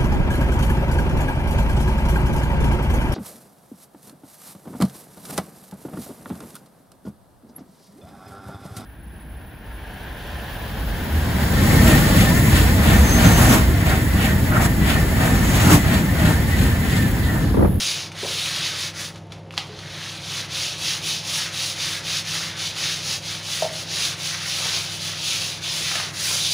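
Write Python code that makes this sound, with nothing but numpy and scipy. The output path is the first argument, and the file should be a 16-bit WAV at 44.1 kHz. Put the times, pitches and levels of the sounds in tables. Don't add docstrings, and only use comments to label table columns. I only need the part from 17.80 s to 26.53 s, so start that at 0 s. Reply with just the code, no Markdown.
import sys
import numpy as np
from scipy import signal
from scipy.fft import rfft, irfft, next_fast_len
from scipy.io import wavfile
from scipy.ndimage import uniform_filter1d

SR = 44100
rng = np.random.default_rng(int(sys.argv[2]) if len(sys.argv) > 2 else 0)


def unload_audio(sound):
    columns = np.transpose(np.atleast_2d(sound))
    steps = np.round(np.clip(columns, -1, 1) * 32767)
    wavfile.write(sys.argv[1], SR, steps.astype(np.int16))


N = 384993
TIME = np.arange(N) / SR


def undb(db):
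    return 10 ** (np.asarray(db) / 20)


def unit(x):
    return x / np.sqrt(np.mean(x ** 2))


def colour(x, points):
    hz, db = np.transpose(points)
    size = next_fast_len(N + 4096)
    f = np.maximum(np.fft.rfftfreq(size, 1 / SR), 1)
    gain = undb(np.interp(np.log(f), np.log(hz), db))
    return irfft(rfft(x, size) * gain, size)[:N]


def band(x, lo_hz, hi_hz, order=2):
    edges = [lo_hz, min(hi_hz, SR / 2 - 100)]
    return signal.sosfilt(signal.butter(order, edges, "band", fs=SR, output="sos"), x)


def walk(rate):
    k = max(int(SR / rate), 1)
    steps = np.repeat(rng.standard_normal(N // k + 1), k)[:N]
    return unit(uniform_filter1d(steps, k))


def add(out, s, sound):
    i = int(s * SR)
    out[i:i + len(sound)] += sound[:N - i]


def fade(t, t60):
    return np.exp(-np.log(1000) * t / t60)


def swell(s, length):
    return np.cos(np.pi * np.clip((TIME - s) / length, -.5, .5))


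def flicks(per_s, scatter_db):
    share = np.clip(per_s / SR, 1e-4, 1)
    size = rng.standard_normal(N) * undb(scatter_db * rng.standard_normal(N))
    return unit((rng.random(N) < share) * size / np.sqrt(share))


def room(x, wet_db):
    low_t60, high_t60 = 0.45, 0.25
    t = TIME[:SR // 2]
    low = signal.sosfilt(signal.butter(2, 2000, fs=SR, output="sos"), rng.standard_normal(len(t)))
    high = signal.sosfilt(signal.butter(2, 2000, "high", fs=SR, output="sos"), rng.standard_normal(len(t)))
    tail = low * fade(t, low_t60) + high * fade(t, high_t60)
    tail = tail * np.clip(t / 0.0011, 0, 1)
    return x + undb(wet_db) * signal.fftconvolve(x, tail / np.linalg.norm(tail))[:N]


def moving_room(x, wet_db, places_per_s=17, count=13):
    place = TIME * places_per_s
    out = x
    for k in range(count):
        away = abs((place - k + count / 2) % count - count / 2)
        here = x * np.sqrt(np.clip(1 - away, 0, 1))
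        out = out + room(here, wet_db) - here
    return out


def motor(waver=0.13, flutter_db=1.0):
    # frequency in Hz, mean level in dB rms.
    hum_lines = [(69.5, -67), (86, -62.5), (100.4, -46), (138.8, -50), (162.6, -45), (200.5, -63.5),
                 (208.5, -60.5), (324, -55), (533, -56), (573, -61), (601, -61), (700, -59), (796, -61),
                 (897, -60.5)]
    # frequency in Hz, relative level in dB.
    rush_spectrum = [(25, -25), (45, -9), (85, 0), (150, 6.5), (250, -5.5), (350, -2), (600, -6), (900, -9),
                     (1300, -17), (3000, -20), (6000, -29), (15000, -36)]
    lines = 0
    for hz, db in hum_lines:
        phase = 2 * np.pi * (hz * TIME + rng.random()) + waver * walk(4)
        lines = lines + undb(db + flutter_db * walk(5)) * np.sqrt(2) * np.sin(phase)
    rush = unit(colour(rng.standard_normal(N), rush_spectrum))
    air = undb(-43.5 + 1.0 * walk(8)) * rush
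    return band(lines + air, 28, 8400)


def foam():
    return undb(-66) * unit(band(flicks(900, 2.7), 3000, 15000))


def stroke_speed(done, rise):
    return np.sin(np.pi * np.interp(done, [0, np.clip(rise, .05, .95), 1], [0, .5, 1]))


def scrubbing():
    # start in seconds, length in seconds, share of the length spent speeding up,
    # bristle level at full speed in dB, then swish, foam fizz and pressed-sheet rasp relative to it in dB,
    # growth of the rasp from start to end in dB (positive: the hand presses down, negative: it lifts).
    strokes = [(-0.2, 0.51, 0.34, -28.5, 0.5, 0, -9.5, -3), (0.329, 0.51, 0.43, -29, -3, -0.5, -10.5, -2),
               (0.592, 0.43, 0.57, -30, -2.5, -2.5, -7, 4),
               (0.934, 0.19, 0.51, -31.0, -1.0, -0.5, -8, -0.5), (1.128, 0.19, 0.43, -35.5, 0.5, 2, -4, -7),
               (1.318, 0.082, 0.41, -52, -5, -6, -8, 0), (1.501, 0.13, 0.099, -56.5, -8, -5, -4, 0),
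               (1.712, 0.2, 0.6, -47.5, -1, -1, -8, 0), (1.86, 0.34, 0.4, -44.5, -5, -5, -8, 0),
               (2.018, 0.42, 0.62, -36, -4.5, -4.5, -6.5, -6), (2.386, 0.3, 0.54, -32.5, -3, -3, -8, 14),
               (2.675, 0.33, 0.35, -29.5, -1.5, -2.5, -12.5, -7),
               (2.954, 0.26, 0.51, -28, -1.0, -1, -12, 6.5), (3.2, 0.24, 0.38, -28.5, -0.5, -1, -13.5, -5),
               (3.407, 0.322, 0.43, -29.0, -0.5, 0, -9.5, 8.5),
               (3.695, 0.28, 0.5, -28.5, -1.0, 0.5, -10.5, 0),
               (3.936, 0.3, 0.41, -29.0, -1.5, -1.0, -8, 6.5), (4.212, 0.23, 0.59, -29, -1, -0.5, -10, 4),
               (4.429, 0.34, 0.28, -30.0, 0, -0.5, -6, 2), (4.741, 0.21, 0.45, -30.5, -2.5, -2.5, -11, -7),
               (4.916, 0.32, 0.41, -29, -0.5, -1.5, -8, -2), (5.181, 0.22, 0.64, -31, 2, 2, -11.5, 1),
               (5.401, 0.24, 0.41, -32.5, -2, -1.0, -8.5, 8),
               (5.606, 0.318, 0.42, -29.5, -1.0, 0.5, -10.0, 9),
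               (5.891, 0.18, 0.44, -34.5, -0.5, -0.5, -10, 3), (6.042, 0.33, 0.55, -29, 0, 0, -9.5, 4),
               (6.347, 0.34, 0.32, -32.5, 0, 0.5, -6, 11), (6.543, 0.64, 0.46, -28.0, -1.0, -1, -9.5, -0.5),
               (7.072, 0.14, 0.59, -35.5, -1, 1, -11, 2), (7.18, 0.21, 0.25, -31.5, -1, 0.5, -8.5, 12),
               (7.317, 0.51, 0.39, -28.5, -1.0, -0.5, -12.5, 2.5),
               (7.797, 0.32, 0.41, -29, -2, -0.5, -11.0, 2), (7.975, 0.36, 0.44, -30, 0.5, 0, -6.5, 5),
               (8.32, 0.31, 0.67, -27.5, 1.5, 5, -9.5, -6), (8.549, 0.36, 0.36, -28.5, 1.5, 2, -13.5, 4)]
    tips_power, swish_power, fizz_power, rasp_power = 0.9, 0.99, 1.15, 0.56
    energy = np.zeros((4, N))
    for start, length, rise, db, swish_db, fizz_db, rasp_db, press_db in strokes:
        on = slice(*np.searchsorted(TIME, [start, start + length]))
        done = (TIME[on] - start) / length
        speed = stroke_speed(done, rise)
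        pressed_db = rasp_db + press_db * (done - .5)
        laws = [(0, tips_power), (swish_db, swish_power), (fizz_db, fizz_power), (pressed_db, rasp_power)]
        for k, (above_db, power) in enumerate(laws):
            energy[k, on] += (undb(db + above_db) * speed ** power) ** 2
    return np.sqrt(energy)


def bristle_band(per_s, lo_hz, hi_hz, scatter_db):
    # frequency in Hz, relative level in dB.
    bristle_spectrum = [(900, -4.5), (1200, -9), (1750, -5.5), (2700, -2.5), (3700, 0.5), (5000, -0.5),
                        (6500, -3), (10000, -8), (15000, -10)]
    return unit(band(colour(flicks(per_s, scatter_db), bristle_spectrum), lo_hz, hi_hz, order=4))


def brush():
    # middle in seconds, length in seconds, change at the middle in dB (halved for the fizz).
    bites = [(0.072, 0.18, 2.5), (0.86, .08, 3), (2.6, .06, 2), (3.313, .06, 2), (3.56, .07, 2.5),
             (4.022, .07, 2.5), (5.047, .07, 1.5), (6.24, .08, 3), (6.478, .08, 4), (6.954, .07, 2.5),
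             (4.384, .05, 2), (5.347, .06, 0), (7.515, .06, 1), (7.9, .06, -0.5)]
    patch_db, fizz_patch_db, patches_per_s = 0.47, 1.0, 20
    tips_gain, swish_gain, fizz_gain, rasp_gain = scrubbing()
    effort = tips_gain / tips_gain.max()
    flicks_per_s = 3000 + 26000 * effort
    bite_db = sum(db * swell(s, length) for s, length, db in bites)

    surge_db, catch_db = 0.64 * walk(28), 0.5 * walk(300)
    grip = undb(surge_db + catch_db)

    tips_gain = tips_gain * undb(bite_db + patch_db * walk(patches_per_s))
    tips = tips_gain * bristle_band(flicks_per_s, 2290, 4350, scatter_db=0.7)
    swish_gain = swish_gain * undb(bite_db + patch_db * walk(patches_per_s))
    swish = swish_gain * bristle_band(flicks_per_s, 4350, 6930, scatter_db=0.5)
    fizz_gain = fizz_gain * undb(bite_db / 2 + fizz_patch_db * walk(patches_per_s))
    fizz = fizz_gain * bristle_band(flicks_per_s, 7080, 15400, scatter_db=0.2)
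    rasp_gain = rasp_gain * undb(1.174 * walk(35))
    rasp = rasp_gain * bristle_band(1200 + 5000 * effort, 1100, 2246, scatter_db=1.5)

    drag = undb(-47) * effort ** 0.4 * unit(band(flicks(1500, 1.4), 560, 1380, order=3))
    return grip * (tips + swish + fizz + rasp) + drag


def chatter(width_hz=260, wander=0.044):
    # middle in seconds, length in seconds, mean pitch in Hz,
    # gain at the middle in dB.
    tuft_chatters = [(0.077, 0.096, 3690, -29), (0.632, 0.091, 3600, -27), (5.086, 0.099, 3830, -31.5),
                     (7.913, 0.17, 3690, -34), (7.9, 0.067, 5330, -31), (8.668, 0.21, 3800, -25.5)]
    slip = unit(band(rng.standard_normal(N), 3.6, width_hz))
    clock = np.cumsum(1 + wander * walk(50)) / SR
    tones = sum(undb(db) * swell(s, length) * np.sin(2 * np.pi * hz * clock)
                for s, length, hz, db in tuft_chatters)
    return slip * tones


def taps(body_hz=1200, body_t60=0.00065, body_db=-8, edge_db=-9, edge_t60=0.0008, spatter_t60=0.059, gain_db=-1):
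    # start in seconds, level in dB before gain_db, ring in Hz, ring t60 in seconds,
    # spatter relative to the crack in dB before it is halved.
    tap_hits = [(0.318, -23, 2400, 0.0036, -5), (1.358, -28, 3000, .002, -4), (1.379, -32, 9500, .001, -8),
                (1.5208, -23.5, 3400, .006, -4.5), (1.708, -20, 2700, 0.0043, -18),
                (1.724, -28, 9500, .001, -9), (1.739, -24, 1200, .005, -9), (1.769, -26, 3300, .002, -2),
                (1.7774, -8.5, 3080, .003, -13), (1.7784, 1, 3970, 0.0016, -19),
                (1.9892, -25, 4100, .008, -4), (8.115, -11, 1500, .002, -10), (8.154, -14, 3400, .002, 1),
                (8.2, -18, 1700, .004, 3)]
    out, t = np.zeros(N), TIME[:SR // 8]
    for s, db, hz, ring_t60, spatter_db in tap_hits:
        edge = np.sin(2 * np.pi * 12500 * t) * fade(t, edge_t60)
        crack = np.sin(2 * np.pi * hz * t) * fade(t, ring_t60)
        body = np.sin(2 * np.pi * body_hz * t) * fade(t, body_t60)
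        drops = rng.standard_normal(len(t)) * undb(4.1 * rng.standard_normal(len(t)))
        spatter = unit(band(drops, 1100, 5300, order=1)) * fade(t, spatter_t60) / 2
        tap = crack + undb(edge_db) * edge + undb(body_db) * body + undb(spatter_db) * spatter
        add(out, s, undb(db + gain_db) * tap)
    return band(out, 560, 16000)


def scoop(rise=0.071, splash_db=-41):
    # start in seconds, starting pitch in Hz, level in dB, cycles of that pitch in the 60 dB decay.
    gulps = [(0.4312, 385, -20, 12), (0.434, 560, -27, 13), (0.438, 960, -29.5, 21),
             (0.448, 480, -22.5, 16), (0.457, 670, -29, 22), (0.464, 1050, -29, 27), (0.483, 397, -32, 18),
             (0.507, 514, -29, 24), (0.552, 490, -34, 20), (0.574, 375, -33, 12), (1.895, 420, -39.5, 170)]
    out, t = np.zeros(N), TIME[:SR // 3]
    for s, hz, db, cycles in gulps:
        life = cycles / hz
        phase = 2 * np.pi * hz * t * (1 + rise * t / life / 2)
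        add(out, s, undb(db) * np.sin(phase) * fade(t, life))
    splash = undb(splash_db) * swell(0.45, 0.054) * unit(band(flicks(1130, 2.5), 550, 1100))
    return band(out + splash, 180, 2500)


def folds():
    # middle in seconds, length in seconds, level at the middle in dB.
    fold_bumps = [(1.914, 0.087, -52), (3.573, 0.12, -39), (4.334, 0.04, -49), (4.533, 0.092, -43),
                  (6.245, 0.052, -40), (6.893, 0.29, -39), (8.18, 0.13, -40.5), (8.53, 0.12, -37.5)]
    crumple = unit(band(flicks(450, 2.0), 520, 1570))
    return crumple * sum(undb(db) * swell(s, length) for s, length, db in fold_bumps)


def mug(contact_s=0.0012, gain_db=-11):
    # start in seconds, level in dB before gain_db, pitch ratio.
    mug_knocks = [(5.8226, 2.5, 0.99), (5.8432, -3.5, 0.95), (5.851, -4, 1.01), (5.862, -6.5, 1),
                  (8.154, -14, 1.0)]
    # frequency in Hz before the pitch ratio, relative level in dB, t60 in seconds.
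    mug_modes = [(452, -17, .04), (540, -11, .045), (642, 0, .06), (700, -9, .05), (900, -13, .05)]
    out, t = np.zeros(N), TIME[:SR // 3]
    for s, db, pitch in mug_knocks:
        ring = sum(undb(mode_db) * np.sin(2 * np.pi * hz * pitch * t) * fade(t, t60)
                   for hz, mode_db, t60 in mug_modes)
        soft_onset = 1 - np.exp(-t / contact_s)
        add(out, s, undb(db + gain_db) * ring * soft_onset)
    return band(out, 440, 1200)


def scene():
    scrub = moving_room(brush() + chatter() + folds() + foam(), wet_db=-6.5)
    knocks = room(taps(), wet_db=-3.0) + room(mug(), wet_db=-12.5)
    water = room(scoop(), wet_db=-4.0)
    mono = scrub + knocks + water + motor()
    return np.array([mono, mono])


def record(dry):
    # frequency in Hz, gain in dB.
    port_response = [(6500, 0), (8000, -9.5), (8800, -8), (9900, -1.5), (11000, -8), (12400, -15),
                     (13600, -22), (14800, -7), (15500, -8)]
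    top_hz = 15550
    heard = np.array([colour(channel, port_response) for channel in dry])
    return signal.sosfilt(signal.ellip(10, .2, 80, top_hz, fs=SR, output="sos"), heard)


dry = scene()
out = record(dry)
unload_audio(out)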